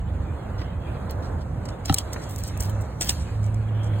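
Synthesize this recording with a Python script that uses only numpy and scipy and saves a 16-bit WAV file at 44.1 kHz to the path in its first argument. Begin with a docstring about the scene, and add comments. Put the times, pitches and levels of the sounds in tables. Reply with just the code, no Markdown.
"""A squirrel scrambles along a thin branch close by. Its claws tick as they catch the bark,
its paws scrape and pat, bits of bark split, and its landing makes the wood ring with a knock.
Fur and dry leaves hiss faintly, and a thin rasp comes from the trees near the end.
Far traffic rumbles through the bare forest, and one engine drones in and out."""
import sys
import numpy as np
from scipy import signal
from scipy.fft import rfft, irfft, next_fast_len
from scipy.io import wavfile
from scipy.ndimage import uniform_filter1d, map_coordinates

SR = 44100
rng = np.random.default_rng(int(sys.argv[2]) if len(sys.argv) > 2 else 0)


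def persist_wave(psi):
    """Save psi, clipped to +-1, as 16-bit WAV."""
    counts = np.round(np.clip(psi, -1, 1) * 32767).astype(np.int16)
    wavfile.write(sys.argv[1], SR, np.atleast_2d(counts).T)


N = 176400  # 4 seconds

# Below, t is time, f is frequency and t60 is the time a sound takes to fade by 60 dB.
# Bark noise has three parts: a bright snap, a woody body and a glassy edge. Levels are relative.
# claws catching the bark (t/s, snap/dB, body/dB, edge/dB, t60/s)
CLAW_TICKS = [(.617, -60, -44.5, -63.5, .03), (1.11, -45, -48, -37.5, 0.016),
              (1.655, -43.5, -48, -65, 0.039), (1.688, -45, -43, -68, 0.029), (1.8574, -29, -39, -43, 0.02),
              (1.8964, -40, -24, -52.5, 0.018), (1.9257, -35, -47, -51, .015),
              (1.9432, -17.5, -29.5, -18.5, .017), (1.9852, -18.5, -24, -30, 0.017),
              (2.1328, -36, -45.5, -43, 0.021), (2.296, -47, -52, -46.5, 0.022),
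              (2.3095, -45.5, -55, -40.5, .02), (2.361, -38, -47, -42, 0.014),
              (2.388, -41.5, -60, -43.5, 0.025), (2.4374, -31.5, -51, -39.5, .009),
              (2.477, -37, -53, -44, 0.045), (2.575, -41, -59, -41.5, 0.018), (2.6053, -28, -60, -36, 0.02),
              (2.6086, -38, -60, -42, .025), (2.625, -36.5, -47, -47, .025),
              (2.635, -38.5, -55, -46, 0.021), (2.696, -46.5, -55, -44.5, 0.055),
              (3.0107, -29.5, -30, -36, .012), (3.072, -37.5, -37, -52, 0.05),
              (3.0942, -16.5, -22.5, -40.5, 0.0094), (3.443, -44.5, -60, -64, .012),
              (3.464, -46.5, -57, -60, 0.011), (3.5445, -45, -70, -60, 0.013),
              (3.844, -47, -66, -65, 0.013)]
# notes a claw rings on, with levels relative to its snap (f/Hz, level/dB, t60/s)
CLAW_NOTES = [(7400, -14, 0.017), (8750, -3, 0.006), (9500, -13, 0.026)]
# paws sliding over bark (t/s, length/s, snap/dB, body/dB, edge/dB, t60/s)
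PAW_SLIDES = [(0.583, 0.031, -67, -51, -68, .15), (1.097, 0.023, -59, -50.5, -66, 0.081),
              (1.225, 0.036, -63, -53.5, -70, 0.16), (1.411, 0.014, -65, -55, -75, .06),
              (1.682, .023, -59, -55, -76, .1), (1.852, 0.015, -51, -41, -55.5, .07),
              (1.881, 0.028, -52.5, -36.5, -50, 0.095), (1.962, 0.044, -48, -41.5, -50.5, .08),
              (2.129, 0.0092, -45, -47, -47, .051), (2.218, 0.025, -52.5, -52, -70, .084),
              (2.291, .045, -57, -71, -52, 0.29), (2.382, 0.024, -54, -50.5, -51, .06),
              (2.442, 0.046, -49, -47.5, -57, 0.13), (2.6, 0.057, -50.5, -47, -46.5, 0.17),
              (2.812, 0.0087, -49.5, -69, -53, 0.041), (3.0109, 0.014, -30, -31.5, -36, 0.077),
              (3.043, 0.039, -49, -43, -43.5, 0.11), (3.091, 0.014, -32, -30, -35.5, 0.057),
              (3.12, 0.0079, -53, -56.5, -48.5, 0.066), (3.197, 0.022, -51, -55, -75, .12),
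              (3.429, 0.037, -59, -66, -71, .1), (3.832, 0.042, -58, -75, -82, .092)]
# tone colours of the three parts of bark noise (f/Hz, level/dB)
SNAP_COLOUR = [(2500, -32), (4000, -17), (5300, 4), (7000, 0.5), (8400, 4), (9600, -9), (11300, -8),
               (13000, -16.5), (15500, -19.5), (16500, -40.5)]
BODY_COLOUR = [(200, -22), (700, -9.5), (1300, -10), (2050, -0.5), (2450, -5.5), (3000, 2.5), (3650, -2),
               (4600, 1.5), (5600, 0), (7500, -29.5)]
EDGE_COLOUR = [(7000, -17), (10000, -4), (12500, -2), (14500, -2), (15800, -1), (16800, -10)]
# bark splitting under the hardest grips (t/s, f/Hz, level/dB, t60/s)
BARK_CRACKS = [(1.8962, 2830, -26, .035), (1.897, 3995, -18.5, 0.023), (1.925, 3150, -35, .025),
               (1.944, 4080, -21.5, 0.018), (1.9438, 8400, -12, 0.014), (1.9841, 3320, -20, 0.015),
               (2.696, 3140, -43, 0.035), (3.093, 3660, -21, 0.03), (3.101, 2850, -37, 0.056)]
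# blows on the branch: landing, rebound, a later grab (t/s, level/dB, extra for low notes/dB)
BRANCH_BLOWS = [(1.8955, -11.5, 2.5), (1.9249, -21, -4), (3.095, -33.5, 5)]
# notes the branch makes as it bends back and forth (f/Hz, level/dB, t60/s)
BRANCH_NOTES = [(96.3, 11.5, 0.054), (152, 1, 0.094), (274.5, 3.5, 0.039), (787, -1.5, 0.047),
                (1310, -5, 0.031), (1833, -10.5, 0.013), (4085, -6, 0.0089)]
# soft paw pads set down on the wood (t/s, level/dB, t60/s)
PAD_STEPS = [(0.617, -32.5, .04), (2.1616, -28.5, 0.038), (3.011, -31.5, 0.057)]
# dull tone colour of a pad (f/Hz, level/dB)
PAD_COLOUR = [(40, -20), (110, -7), (250, 6.5), (400, 9.5), (800, 2.5), (1400, -4.5), (2100, -3),
              (3000, -15), (5000, -50), (8000, -52)]
# loudness of fur and dry leaves (t/s, treble/dB, upper mids/dB)
RUSTLE_LEVELS = [(0, -66, -54.5), (.55, -62, -57), (.68, -66.5, -49.5), (.8, -65, -57.5), (.88, -62, -50),
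                 (1.05, -61, -55), (1.35, -63.5, -60.5), (1.82, -63.5, -53.5), (2.0, -53, -60),
                 (2.07, -57, -52), (2.17, -52.5, -50), (2.45, -55.5, -54), (2.55, -56, -51.5),
                 (2.85, -58, -55), (2.97, -61.5, -61), (3.13, -43.5, -49.5), (3.27, -55.5, -48.5),
                 (3.4, -59, -56.5), (3.73, -64.5, -52.5), (3.85, -69, -50.5), (4, -58, -52.5)]
# tone colours of the rustle's treble and upper mids (f/Hz, level/dB)
RUSTLE_TREBLE = [(2500, -32), (4000, 5), (5300, -1.5), (7000, 1.5), (8400, -1), (9600, -6.5), (11300, -9.5),
                 (13000, -10), (15500, -24.5), (16500, -23)]
RUSTLE_MIDS = [(1200, 3.5), (2200, 5), (3300, 3), (4200, -8), (5600, -27.5), (7500, -25.5)]
# narrow tone colour of the rasp (f/Hz, level/dB)
RASP_COLOUR = [(2300, -30), (2900, -9), (3100, -1), (3330, 0), (3500, -10), (4300, -30)]
# rise and fall of the road's rumble (t/s, level/dB)
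RUMBLE_LEVELS = [(0, -26.5), (.13, -28.5), (.5, -29.5), (.9, -30.5), (1.5, -29.5), (1.7, -31.5), (2.1, -34),
                 (2.25, -32.5), (2.55, -29.5), (2.95, -32.5), (3.3, -29.5), (3.9, -30.5)]
# tone colours of the road's rumble and the tyres' roar (f/Hz, level/dB)
RUMBLE_COLOUR = [(14, -61), (21, -23.5), (46, -4), (76, 2.5), (150, -8.5), (173, -9.5), (198, -12.5),
                 (255, -22), (344, -25), (400, -35), (520, -43), (880, -120)]
TYRE_COLOUR = [(100, -16.5), (250, 3.5), (380, -2), (520, 2.5), (720, -1.5), (1000, -5), (1500, -9.5),
               (2000, -18.5), (2600, -30), (4000, -43.5), (5300, -90), (9000, -45.5)]
# the far engine's firing rate and loudness (t/s, f/Hz, level/dB)
ENGINE_RUN = [(0, 93.5, -38), (2.15, 96.74, -45), (2.3, 98.6, -35.5), (2.6, 101.7, -33.5),
              (2.67, 100.9, -25), (2.82, 104.4, -27), (2.86, 104.5, -45), (3.29, 104.4, -37.5),
              (3.335, 105.1, -29.5), (3.41, 105.2, -24), (3.495, 105.6, -22), (3.515, 106.3, -30),
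              (3.57, 107.1, -24), (3.83, 108.1, -26.5), (3.92, 107.2, -23), (4, 100, -24.5)]
# the engine's tones at 1 to 5 times its firing rate (level/dB)
ENGINE_TONES = [0.5, -21, -30, -34, -34]
# how alike left and right are: 1 is the same, -1 is opposite (f/Hz, likeness)
NEAR_LIKENESS = [(500, 0.92), (1800, 0.92), (3000, -0.39), (4100, -0.12), (4800, -0.97), (5300, -0.99),
                 (5900, -0.87), (6500, 0.11), (7500, 1), (8500, 0.94), (9400, 0.96), (10300, -0.16),
                 (11400, -0.97), (12500, -0.064), (14000, 0.99), (15500, 0.75)]  # two microphone openings agree and cancel in turn as f rises
AIR_LIKENESS = [(60, 1), (125, 1), (250, 0.86), (500, 0.52), (1000, 0.5), (2500, 0.42), (4000, -0.3),
                (5300, -1), (8000, 0.53)]  # the same in the bass, less alike higher up


def claws():
    """Each claw slips briefly, then catches with a dry tick that rings for a moment."""
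    snap, body, edge, ringing = np.zeros((4, N))
    for start, snap_db, body_db, edge_db, t60 in CLAW_TICKS:
        slip = gain(-12.5) * envelope(start, rise_s=0.0046, hold_s=0, t60=t60)
        catch = envelope(start, rise_s=0.00053, hold_s=0.0007, t60=t60)
        shape = slip + catch
        snap += gain(snap_db) * shape
        body += gain(body_db) * shape
        edge += gain(edge_db) * shape
        ringing += claw_ring(start, snap_db)
    return bark(snap, body, grain_db=-1.0) + edge * noise(EDGE_COLOUR, NEAR_LIKENESS) + ringing


def claw_ring(start, snap_db):
    """A struck claw rings on a few high, fading notes, a little different each time."""
    out = np.zeros(N)
    t = np.arange(SR // 25) / SR
    for hz, level_db, t60 in CLAW_NOTES:
        detune, size_db = rng.standard_normal(2) * [0.0098, 2]
        fade = gain(snap_db + level_db + size_db) * np.exp(-np.log(1000) * t / t60)
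        out[round(start * SR):][:len(t)] += fade * np.sin(2 * np.pi * hz * (1 + detune) * t)
    return out


def scrapes(grain_db=3.2):
    """Sliding paws tear a dense run of grains and small flakes from the bark."""
    snap, body, edge = np.zeros((3, N))
    for start, length, snap_db, body_db, edge_db, t60 in PAW_SLIDES:
        shape = envelope(start, rise_s=0.002, hold_s=length, t60=t60)
        snap += gain(snap_db) * shape
        body += gain(body_db) * shape
        edge += gain(edge_db) * shape
    crumbs = gain(0.5) * bark(snap, body, grain_db)
    glassy = edge * noise(EDGE_COLOUR, NEAR_LIKENESS, grain_db)
    return crumbs + glassy + gain(-0.5) * snap * flakes()


def bark(snap, body, grain_db):
    """Bark crumbles with a bright snap and a woody body, each following its own loudness curve."""
    bright = noise(SNAP_COLOUR, NEAR_LIKENESS, grain_db)
    woody = patchy(noise(BODY_COLOUR, NEAR_LIKENESS, grain_db))
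    return snap * bright + body * woody


def flakes(per_second=230, spread_db=2.5):
    """Single flakes of bark break off at random, each a click of its own size."""
    breaks = rng.random(N) < per_second / SR
    sizes = gain(spread_db * rng.standard_normal(N))
    clicks = breaks * sizes * rng.choice([-1, 1], N)
    colour = lambda hz: gain(look_up(SNAP_COLOUR, hz)) + gain(look_up(BODY_COLOUR, hz) - 2)
    left_right = lambda hz: np.exp(np.array([[1j], [-1j]]) * stereo_angle(NEAR_LIKENESS, hz))
    return normalise(filtered(clicks, lambda hz: colour(hz) * left_right(hz)))


def cracks():
    """Each splitting piece of bark rings briefly on one woody note."""
    t = np.arange(N) / SR
    out = np.zeros(N)
    for start, hz, db, t60 in BARK_CRACKS:
        shape = gain(db) * envelope(start, rise_s=0.00028, hold_s=0, t60=t60)
        out += shape * np.sin(2 * np.pi * hz * (t - start))
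    return out


def branch_knocks(low_below_hz=400, travel_at_100_hz_s=0.00443):
    """Each blow bends the branch and makes it ring. High notes travel faster and arrive first."""
    out = np.zeros((2, N))
    lag_rad = np.array([[0.68], [0]])  # the knock reaches the left side after the right
    t = np.arange(SR // 4) / SR
    for start, blow_db, low_db in BRANCH_BLOWS:
        for hz, note_db, t60 in BRANCH_NOTES:
            arrival = round((start + travel_at_100_hz_s * np.sqrt(100 / hz)) * SR)
            strength = gain(blow_db + note_db + low_db * (hz < low_below_hz))
            rise = 1 - np.exp(-t * hz)
            fade = np.exp(-np.log(1000) * t / t60)
            tone = np.sin(2 * np.pi * hz * t - lag_rad)
            out[:, arrival:arrival + len(t)] += strength * rise * fade * tone
    return out


def pads():
    """Soft paw pads land with dull pats."""
    pats = sum(gain(db) * envelope(start, rise_s=0.001, hold_s=0.003, t60=t60)
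               for start, db, t60 in PAD_STEPS)
    return pats * noise(PAD_COLOUR, AIR_LIKENESS)


def rustle():
    """Fur and dry leaves hiss softly, with a slight flutter."""
    treble_db, mids_db = time_curves(RUSTLE_LEVELS)
    flutter_db = 0.65 * wobble(40)
    treble = patchy(noise(RUSTLE_TREBLE, NEAR_LIKENESS, grain_db=0.5))
    mids = patchy(noise(RUSTLE_MIDS, NEAR_LIKENESS, grain_db=1.5))
    return gain(treble_db + flutter_db) * treble + gain(mids_db + flutter_db) * mids


def rasp():
    """A thin, faint rasp comes from somewhere in the trees."""
    shape = envelope(start=3.75, rise_s=0.012, hold_s=0.25, t60=0.2)
    return gain(-55 + wobble(28)) * shape * noise(RASP_COLOUR, AIR_LIKENESS)


def traffic():
    """A far road carries a low rumble, the roar of tyres and one engine."""
    swell_db = time_curves(RUMBLE_LEVELS)[0]
    rumble = gain(swell_db + 1.07 * wobble(7.6)) * noise(RUMBLE_COLOUR, AIR_LIKENESS)
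    tyres = gain(-41 + 2.05 * wobble(5.373)) * noise(TYRE_COLOUR, AIR_LIKENESS)
    return (rumble + tyres + engine()) * gain([[-1.23], [1.23]])  # a little to the right


def engine(waver_db=0.8):
    """An engine fires so fast that it drones, with wavering tones at multiples of its firing rate."""
    firing_hz, level_db = time_curves(ENGINE_RUN)
    phase = 2 * np.pi * np.cumsum(firing_hz * (1 + 0.0077 * wobble(14))) / SR
    return sum(gain(level_db + tone_db + waver_db * wobble(12)) * np.sqrt(2) * np.sin(multiple * phase)
               for multiple, tone_db in enumerate(ENGINE_TONES, 1))


def patchy(sound, width_hz=170, length_s=0.06, depth_db=4.5):
    """Random, shifting boosts and cuts in narrow bands make the bark noise and hiss sound patchy."""
    hz, times, spectrum = signal.stft(sound, SR, nperseg=512)
    patches = rng.standard_normal(spectrum.shape[1:])
    patches = uniform_filter1d(patches, round(width_hz / hz[1]), axis=0)
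    patches = uniform_filter1d(patches, round(length_s / times[1]), axis=1)
    _, coloured = signal.istft(spectrum * gain(depth_db * normalise(patches)), nperseg=512)
    return normalise(coloured[:, :N])


def noise(colour, likeness, grain_db=0):
    """Stereo noise of strength 1; grain_db breaks it into tiny grains of uneven size."""
    grains = rng.standard_normal((2, N)) * gain(grain_db * wobble(700))

    def response(hz):
        angle = stereo_angle(likeness, hz)
        return gain(look_up(colour, hz)) * [np.cos(angle), np.sin(angle)]

    shared, opposite = filtered(grains, response)
    return normalise(np.array([shared + opposite, shared - opposite]))


def stereo_angle(likeness, hz):
    """Turn left-right likeness into an angle: 0 for the same, pi / 2 for opposite."""
    return np.arccos(np.clip(look_up(likeness, hz), -1, 1)) / 2


def envelope(start, rise_s, hold_s, t60):
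    """A loudness curve that swells up to the start time, holds, then dies away."""
    t = np.arange(N) / SR - start
    rise = np.minimum(t, 0) / rise_s
    fall = np.log(1000) * np.maximum(t - hold_s, 0) / t60
    return np.exp(np.maximum(rise - fall, -20))


def wobble(rate):
    """A smooth curve through random points, `rate` of them each second."""
    points = rng.standard_normal(int(N * rate / SR) + 4)
    return map_coordinates(points, [np.arange(N) * rate / SR])


def filtered(sound, response):
    """Multiply each frequency in a sound by response(hz)."""
    size = next_fast_len(N + SR // 2)
    hz = np.fft.rfftfreq(size, 1 / SR)
    return irfft(rfft(sound, size) * response(hz), size)[..., :N]


def look_up(table, hz):
    """Read between the rows of a frequency table, on a log scale."""
    row_hz, values = np.transpose(table)
    return np.interp(np.log(hz + 1), np.log(row_hz + 1), values)


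def time_curves(table):
    """Join the rows of a time table with straight lines: one curve for each column after the time."""
    times, *columns = np.transpose(table)
    return [np.interp(np.arange(N) / SR, times, column) for column in columns]


def gain(db):
    """Turn decibels into a number to multiply by."""
    return 10 ** (np.asarray(db) / 20)


def normalise(x):
    """Scale to an average strength (rms) of 1."""
    return x / np.sqrt(np.mean(x ** 2) + 1e-20)


def scene():
    """The squirrel close by, with the forest and the road behind it."""
    squirrel = claws() + cracks() + scrapes() + pads() + branch_knocks()
    return squirrel + rustle() + rasp() + traffic()


def record(dry, top_hz=16500):
    """Cut off the very highest treble."""
    return filtered(dry, lambda hz: hz < top_hz)


dry = scene()
out = record(dry)
persist_wave(out)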